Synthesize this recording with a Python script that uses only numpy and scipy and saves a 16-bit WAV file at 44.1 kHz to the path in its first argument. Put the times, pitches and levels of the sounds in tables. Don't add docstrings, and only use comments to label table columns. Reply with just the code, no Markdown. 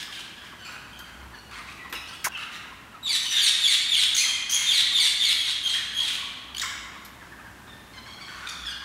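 import sys
import numpy as np
from scipy import signal
from scipy.fft import rfft, irfft, next_fast_len
from scipy.io import wavfile
from scipy.ndimage import map_coordinates

SR = 44100
rng = np.random.default_rng(int(sys.argv[2]) if len(sys.argv) > 2 else 0)


def transcribe(u):
    v = np.clip(np.atleast_2d(u).T, -1, 1)
    q = np.round(v * 32767).astype(np.int16)
    wavfile.write(sys.argv[1], SR, q)


N = 389844
TOP_HZ = 15750


def amp(db):
    return 10 ** (np.asarray(db) / 20)


def unit_rms(x):
    return x / np.sqrt(np.mean(x ** 2) + 1e-20)


def along(points, hz):
    f, v = np.transpose(points)
    return np.interp(np.log(hz + 1), np.log(f + 1), v)


def wobble(rate_hz, n):
    knots = rng.standard_normal(4096)
    return map_coordinates(knots, [np.arange(n) * rate_hz / SR], mode="wrap")


def filtered(x, response):
    m = next_fast_len(len(x) + 2048)
    return irfft(rfft(x, m) * response(np.fft.rfftfreq(m, 1 / SR)), m)[:len(x)]


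def coloured(x, spectrum):
    return unit_rms(filtered(x, lambda hz: amp(along(spectrum, hz))))


def add(track, start_s, x):
    part = track[max(round(start_s * SR), 0):][:len(x)]
    part += x[:len(part)]


def progress(length_s):
    return np.linspace(0, 1, int(max(length_s, .004) * SR))


def swell(u, rise, fall):
    return np.sin(np.pi / 2 * np.clip(u / rise, 0, 1)) * np.sin(np.pi / 2 * np.clip((1 - u) / fall, 0, 1))


def peak_db(t, rise_db_per_s, fall_db_per_s):
    return np.minimum(rise_db_per_s * t, -fall_db_per_s * t)


def air(hum_hz=61.8):
    spectrum = [(20, -24), (45, -4), (80, -1), (105, 4), (140, -1), (195, 2.5), (330, -2), (480, -8),
                (1000, -3.5), (1600, -8.5), (2700, -11.5), (5000, -18), (12000, -23.5), (15500, -28.5)]
    levels = [(0, -54, -64), (1.3, -53, -54), (2.5, -53.5, -62.5), (3.6, -56.5, -67), (5.3, -55, -59),
              (6.4, -54, -58.5), (7.4, -52.5, -56.6), (8.2, -52.5, -62), (8.84, -55.5, -53)]
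    t = np.arange(N) / SR
    knots_s, noise_db, hum_db = np.transpose(levels)
    noise = amp(np.interp(t, knots_s, noise_db) + 4) * coloured(rng.standard_normal(N), spectrum)
    hum = np.sin(2 * np.pi * hum_hz * t + 1.3 * wobble(15, N))
    hum_gain = amp(np.interp(t, knots_s, hum_db) + 2.5 + 3 * wobble(8.8, N))
    return noise + hum_gain * hum


def echo(build_s=0.0019):
    decay = [(300, 0.2), (1200, 1.99), (3300, 1.25), (6000, 0.93), (10000, 0.75), (15000, 0.61)]  # f/Hz, t60/s
    hz, t, bins = signal.stft(rng.standard_normal(SR + SR // 4), SR, nperseg=256)
    envelope = amp(-60 * t / along(decay, hz)[:, None]) * (1 - np.exp(-t / build_s))
    tail = signal.istft(bins * envelope, SR, nperseg=256)[1]
    walls = np.zeros(len(tail))
    walls[rng.integers(SR // 300, SR // 30, size=8)] = rng.choice([-1, 1], size=8)
    return tail / np.linalg.norm(tail) + 0.078 * walls


def room(x):
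    hop = SR // 3
    padded, out = np.pad(x, (hop, 2 * hop)), np.zeros(N + hop)
    fade = np.sin(np.linspace(0, np.pi, 2 * hop))
    for start in range(0, N + hop, hop):
        add(out, start / SR, signal.fftconvolve(padded[start:start + 2 * hop] * fade, echo()))
    return out[hop:]


def ring_ticks(snap_t60_s=0.12, knock_t60_s=0.29):
    ticks = [(0.722, -53, -70), (0.990, -44, -65), (1.898, -49, -62), (1.926, -36.5, -32),
             (7.049, -42, -67)]
    snap = [(800, -33), (4000, 12), (7000, 7), (10000, 2), (13000, 13), (15500, -6)]  # f/Hz, level/dB
    knock = [(120, -34), (320, 6), (550, -5), (950, 8), (3000, 7), (6000, -32)]  # f/Hz, level/dB
    out, t = np.zeros(N), np.arange(SR // 8) / SR
    for start_s, snap_db, knock_db in ticks:
        for spectrum, db, t60_s in (snap, snap_db, snap_t60_s), (knock, knock_db, knock_t60_s):
            add(out, start_s, amp(db - 60 * t / t60_s) * coloured(rng.standard_normal(len(t)), spectrum))
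    return out


def scrape(start_s=2.243, length_s=.044, slip_hz=760, slip_t60_s=0.0051, sink_octaves_per_s=37):
    spectrum = [(900, -15), (1500, 6), (2300, 3), (3300, -8.5), (4200, -7.5), (6500, 1.5), (7700, -6),
                (11800, -2.5), (13500, -16), (15500, -8)]
    t = np.arange(0, length_s, 1 / SR)
    n = len(t)
    cycles = np.cumsum(slip_hz * (1 + 0.18 * wobble(500, n))) / SR
    slips = amp(-60 * (cycles % 1) / slip_hz / slip_t60_s)
    crackle = coloured(slips * rng.standard_normal(SR // 2)[:n], spectrum)
    body_hz = 2115 * 2 ** (-sink_octaves_per_s * t) * (1 + 0.19 * wobble(1472, n))
    body = np.sin(2 * np.pi * np.cumsum(body_hz) / SR)
    body = unit_rms(body * amp(2.8 * wobble(915, n)))
    crackle_db = -21.5 + peak_db(t - 0.0082, rise_db_per_s=400, fall_db_per_s=450)
    body_db = -25 + peak_db(t - 0.028, rise_db_per_s=900, fall_db_per_s=1400)
    out = np.zeros(N)
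    add(out, start_s, amp(crackle_db) * crackle + amp(body_db) * body)
    return out


def syrinx(pitch_hz, rough, throat_db, tilt_db_per_octave=1.0, fade_db=8.0, second_db=0):
    n = len(pitch_hz)
    pitch_hz = pitch_hz * (1 + (0.0035 + 0.0219 * rough) * wobble(108, n))
    jitter = 1 + (0.0067 + 0.067 * rough) * wobble(1300, n)
    phase = 2 * np.pi * np.cumsum(pitch_hz * jitter) / SR
    throat = lambda hz: amp(throat_db(hz)) * (hz < TOP_HZ)
    tone = np.zeros(n)
    for k in range(1, 11):
        harmonic_db = tilt_db_per_octave * np.log2(k) + second_db * (k == 2)
        head_motion_db = fade_db * np.tanh(wobble(75.7, n))
        tone += throat(k * pitch_hz) * amp(harmonic_db + head_motion_db) * np.sin(k * phase)
    flutter = amp((3.5 + 1.35 * rough) * np.tanh(wobble(449, n)))
    puffs = rng.standard_normal(SR // 2)[:n] * (1 + np.cos(phase))
    hiss = unit_rms(filtered(puffs, throat))
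    hiss_gain = np.clip(0.91 * rough, 0, 1)
    return unit_rms(flutter * (np.sqrt(1 - hiss_gain ** 2) * unit_rms(tone) + hiss_gain * hiss))


def soft_throat_db(hz, tilt_db_per_octave):
    response = [(500, -16), (1000, 0), (1700, 2), (2400, 2.5), (3300, -0.5), (4400, -3.5), (5200, -9.5),
                (6200, -9.5), (7500, -14.5), (9500, -16.5), (11500, -24), (15500, -29)]
    return along(response, hz) + tilt_db_per_octave * np.log2(np.clip(hz, 1000, 8000) / 3000)


def far_chicks(count=50):
    out = np.zeros(N)
    for i, (offset, length, pitch, strength) in enumerate(rng.random((count, 4))):
        u = progress(0.0298 + 0.0598 * length)
        pitch_hz = (1100 + 900 * pitch) * (1 - .25 * u)
        note = syrinx(pitch_hz, rough=0.56, throat_db=lambda f: soft_throat_db(f, -12))
        start_s = (i + offset) / count * N / SR
        add(out, start_s, amp(-52 + 2 * strength) * swell(u, rise=0.2, fall=0.65) * note)
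    return out


def notes(rows, glide, bend, rough, tilt_db_per_octave, rise, fall):
    beak_db, beak_width, beak_rest_hz = 9, 0.36, 3000
    out = np.zeros(N)
    for start_s, length_s, hz, db, beak_hz in rows:
        u = progress(length_s)
        gape_db_per_octave = 4 * np.log2(beak_hz / beak_rest_hz)
        resonance_db = lambda f: beak_db / (1 + ((f / beak_hz - 1) / beak_width) ** 2)
        throat_db = lambda f: soft_throat_db(f, tilt_db_per_octave + gape_db_per_octave) + resonance_db(f)
        note = syrinx(hz * (1 + glide * u ** bend), rough, throat_db)
        add(out, start_s, amp(db) * swell(u, rise, fall) * note)
    return out


def small_calls():
    # t/s, length/s, starting pitch/Hz, relative level/dB, beak resonance/Hz
    peeps = [ (.363, 0.036, 1727, -43.5, 3400), (.583, 0.11, 1518, -44, 4350), (.925, .1, 1600, -45, 3540),
             (1.323, 0.11, 1482, -50.5, 4350), (1.791, 0.096, 1970, -44.5, 1950),
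             (1.943, 0.047, 1320, -37, 6300), (2.318, 0.041, 2750, -36, 2780),
             (3.227, 0.11, 3043, -31, 6460), (4.247, 0.086, 3266, -26.5, 3120),
             (4.525, 0.081, 3290, -26, 3250), (6.184, 0.053, 1127, -42, 1140),
             (7.673, 0.072, 1847, -48.5, 3650), (7.932, 0.065, 1065, -44, 4200),
             (8.057, 0.1, 1107, -44.5, 4270), (8.199, 0.074, 1128, -41, 4300),
             (8.572, 0.08, 3530, -42.5, 3500)]
    squawks = [ (0, 0.039, 1805, -33, 3270), (.12, 0.095, 1655, -37.5, 3200),
               (.418, 0.066, 1670, -44.5, 1600), (.675, 0.096, 1505, -42.5, 1400),
               (1.04, 0.066, 1585, -47, 1560), (1.51, 0.089, 1153, -39, 1500),
               (1.673, 0.06, 1330, -43.5, 2500), (2.366, .075, 1384, -36.5, 1600),
               (2.516, 0.058, 2060, -39, 2530), (3.313, 0.086, 1840, -26, 3230),
               (4.557, 0.15, 2176, -30.5, 3140), (5.746, 0.068, 1924, -33.5, 1960),
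               (6.07, 0.099, 3440, -30.5, 3000), (8.272, .23, 1530, -40.5, 1470)]
    chirps = [ (1.762, 0.026, 2870, -45, 2270), (1.925, 0.007, 4100, -35, 3730),
              (1.945, 0.024, 3100, -36.5, 2600), (2.346, 0.036, 3270, -34.5, 3080),
              (4.226, 0.027, 2430, -24, 5000), (6.612, 0.017, 2096, -23.5, 6500),
              (6.624, 0.019, 1620, -32, 1400), (6.626, 0.0238, 1255, -29, 2190),
              (7.313, 0.033, 1940, -41.5, 1770), (7.575, 0.029, 1760, -49, 1580),
              (8.504, 0.038, 1350, -39, 4600), (8.641, 0.1, 1840, -31.5, 3930)]
    squeals = [ (.648, 0.034, 2340, -40, 2400), (2.074, 0.029, 1400, -39, 3000),
               (2.128, 0.037, 1570, -42, 3280), (4.148, .012, 2036, -20.5, 6370),
               (4.164, 0.0355, 1972, -18.5, 5640), (4.199, 0.034, 2320, -23, 5100),
               (4.494, 0.0645, 2954, -21.5, 5460)]
    clucks = [ (6.547, 0.0049, 1580, -27.5, 3120), (6.564, 0.0081, 1610, -27.5, 3080),
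              (6.581, 0.0035, 1740, -24, 3230), (6.596, 0.0066, 1862, -23.5, 5200),
              (8.469, 0.011, 1260, -30, 3580), (8.487, 0.013, 1170, -28.5, 4500)]
    return (
        notes(peeps, glide=-.0345, bend=.94, rough=.27, tilt_db_per_octave=-2.5, rise=.077, fall=.12)
        + notes(squawks, glide=-.1, bend=1.05, rough=.833, tilt_db_per_octave=5, rise=.04, fall=.091)
        + notes(chirps, glide=-.25, bend=1.05, rough=.26, tilt_db_per_octave=-1.5, rise=.31, fall=.52)
        + notes(squeals, glide=.1, bend=.454, rough=.43, tilt_db_per_octave=5.5, rise=.073, fall=.09)
        + notes(clucks, glide=-.063, bend=1.35, rough=.38, tilt_db_per_octave=4.5, rise=.31, fall=.18))


def whistle(length_s, hz, db, effort):
    throat = [(1500, -23), (3300, 5.5), (4000, 5), (5200, -9), (7200, -13), (10500, -19), (15000, -32)]  # f/Hz, level/dB
    u = progress(length_s)
    jump = np.clip((u - 0.46) / 0.07, 0, 1)
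    droop = .12 * effort * np.interp(u, [0, .5, .95], [0, .12, 1.1])
    rough = 0.079 + 0.65 * u ** 3
    voice = syrinx(hz * (1 - droop), rough, lambda f: along(throat, f),
                   tilt_db_per_octave=4 - 3 * jump, fade_db=2.5)
    return amp(db - 9 + 5 * jump) * swell(u, rise=0.37, fall=0.028) * voice


def rasp(hz, db, effort, length_s=.088):
    throat = [(600, -25.5), (1300, -9.5), (2100, -5), (2700, 3.5), (3400, 5.5), (4400, -0.5), (5200, -5.5),
              (6800, -10), (8600, -7.5), (10000, -13), (11500, -20), (15500, -35)]
    u = progress(length_s)
    pitch_hz = hz * (1 - .3 * u ** 1.1)
    rough = 0.39 - 0.27 * effort + 0.59 * u ** 0.98
    voice = syrinx(pitch_hz, rough, lambda f: along(throat, f),
                   tilt_db_per_octave=1.8, fade_db=5, second_db=3.5)
    return amp(db + 2.5 - 1.24 * u) * swell(u, rise=0.099, fall=0.067) * voice


def cries(calm_hz=3230, panic_hz=3650):
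    # t/s, whistle length/s, whistle f/Hz, relative whistle level/dB, relative rasp level/dB
    events = [ (3.027, .061, 3856, -18.5, -24.5), (3.293, .12, 3800, -16, -20.5),
              (3.604, 0.067, 3673, -12.5, -21.5), (3.881, 0.076, 3666, -13, -22),
              (4.658, 0.07, 3627, -12.5, -21.5), (4.917, 0.076, 3676, -13.5, -22.5),
              (5.175, .071, 3656, -14, -23), (5.368, 0.073, 3304, -21.5, -29),
              (5.627, 0.057, 3225, -17.5, -29.5), (5.928, 0.082, 3256, -19, -30)]
    whistles, rasps = np.zeros(N), np.zeros(N)
    for start_s, length_s, hz, whistle_db, rasp_db in events:
        effort = np.clip((hz - calm_hz) / (panic_hz - calm_hz), 0, 1)
        rasp_hz = 2324 * (hz / panic_hz) ** .4
        add(whistles, start_s, whistle(length_s, hz, whistle_db, effort))
        add(rasps, start_s + length_s, rasp(rasp_hz, rasp_db, effort))
    return whistles, rasps


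def scene():
    whistles, rasps = cries()
    voices = rasps + small_calls()
    far, ticks = far_chicks(), ring_ticks()
    direct = amp(-4.5) * whistles + amp(-3.5) * voices + amp(4) * far + ticks + scrape()
    echoes = amp(-2.5) * room(amp(-0.5) * whistles + voices + far + .5 * ticks)
    return (direct + echoes + air())[None]


def record(dry, ceiling=.45):
    rounded = dry[0] / (1 + np.abs(dry[0] / ceiling) ** 4) ** (1 / 4)
    return filtered(rounded, lambda hz: hz < TOP_HZ)[None]


dry = scene()
out = record(dry)
transcribe(out)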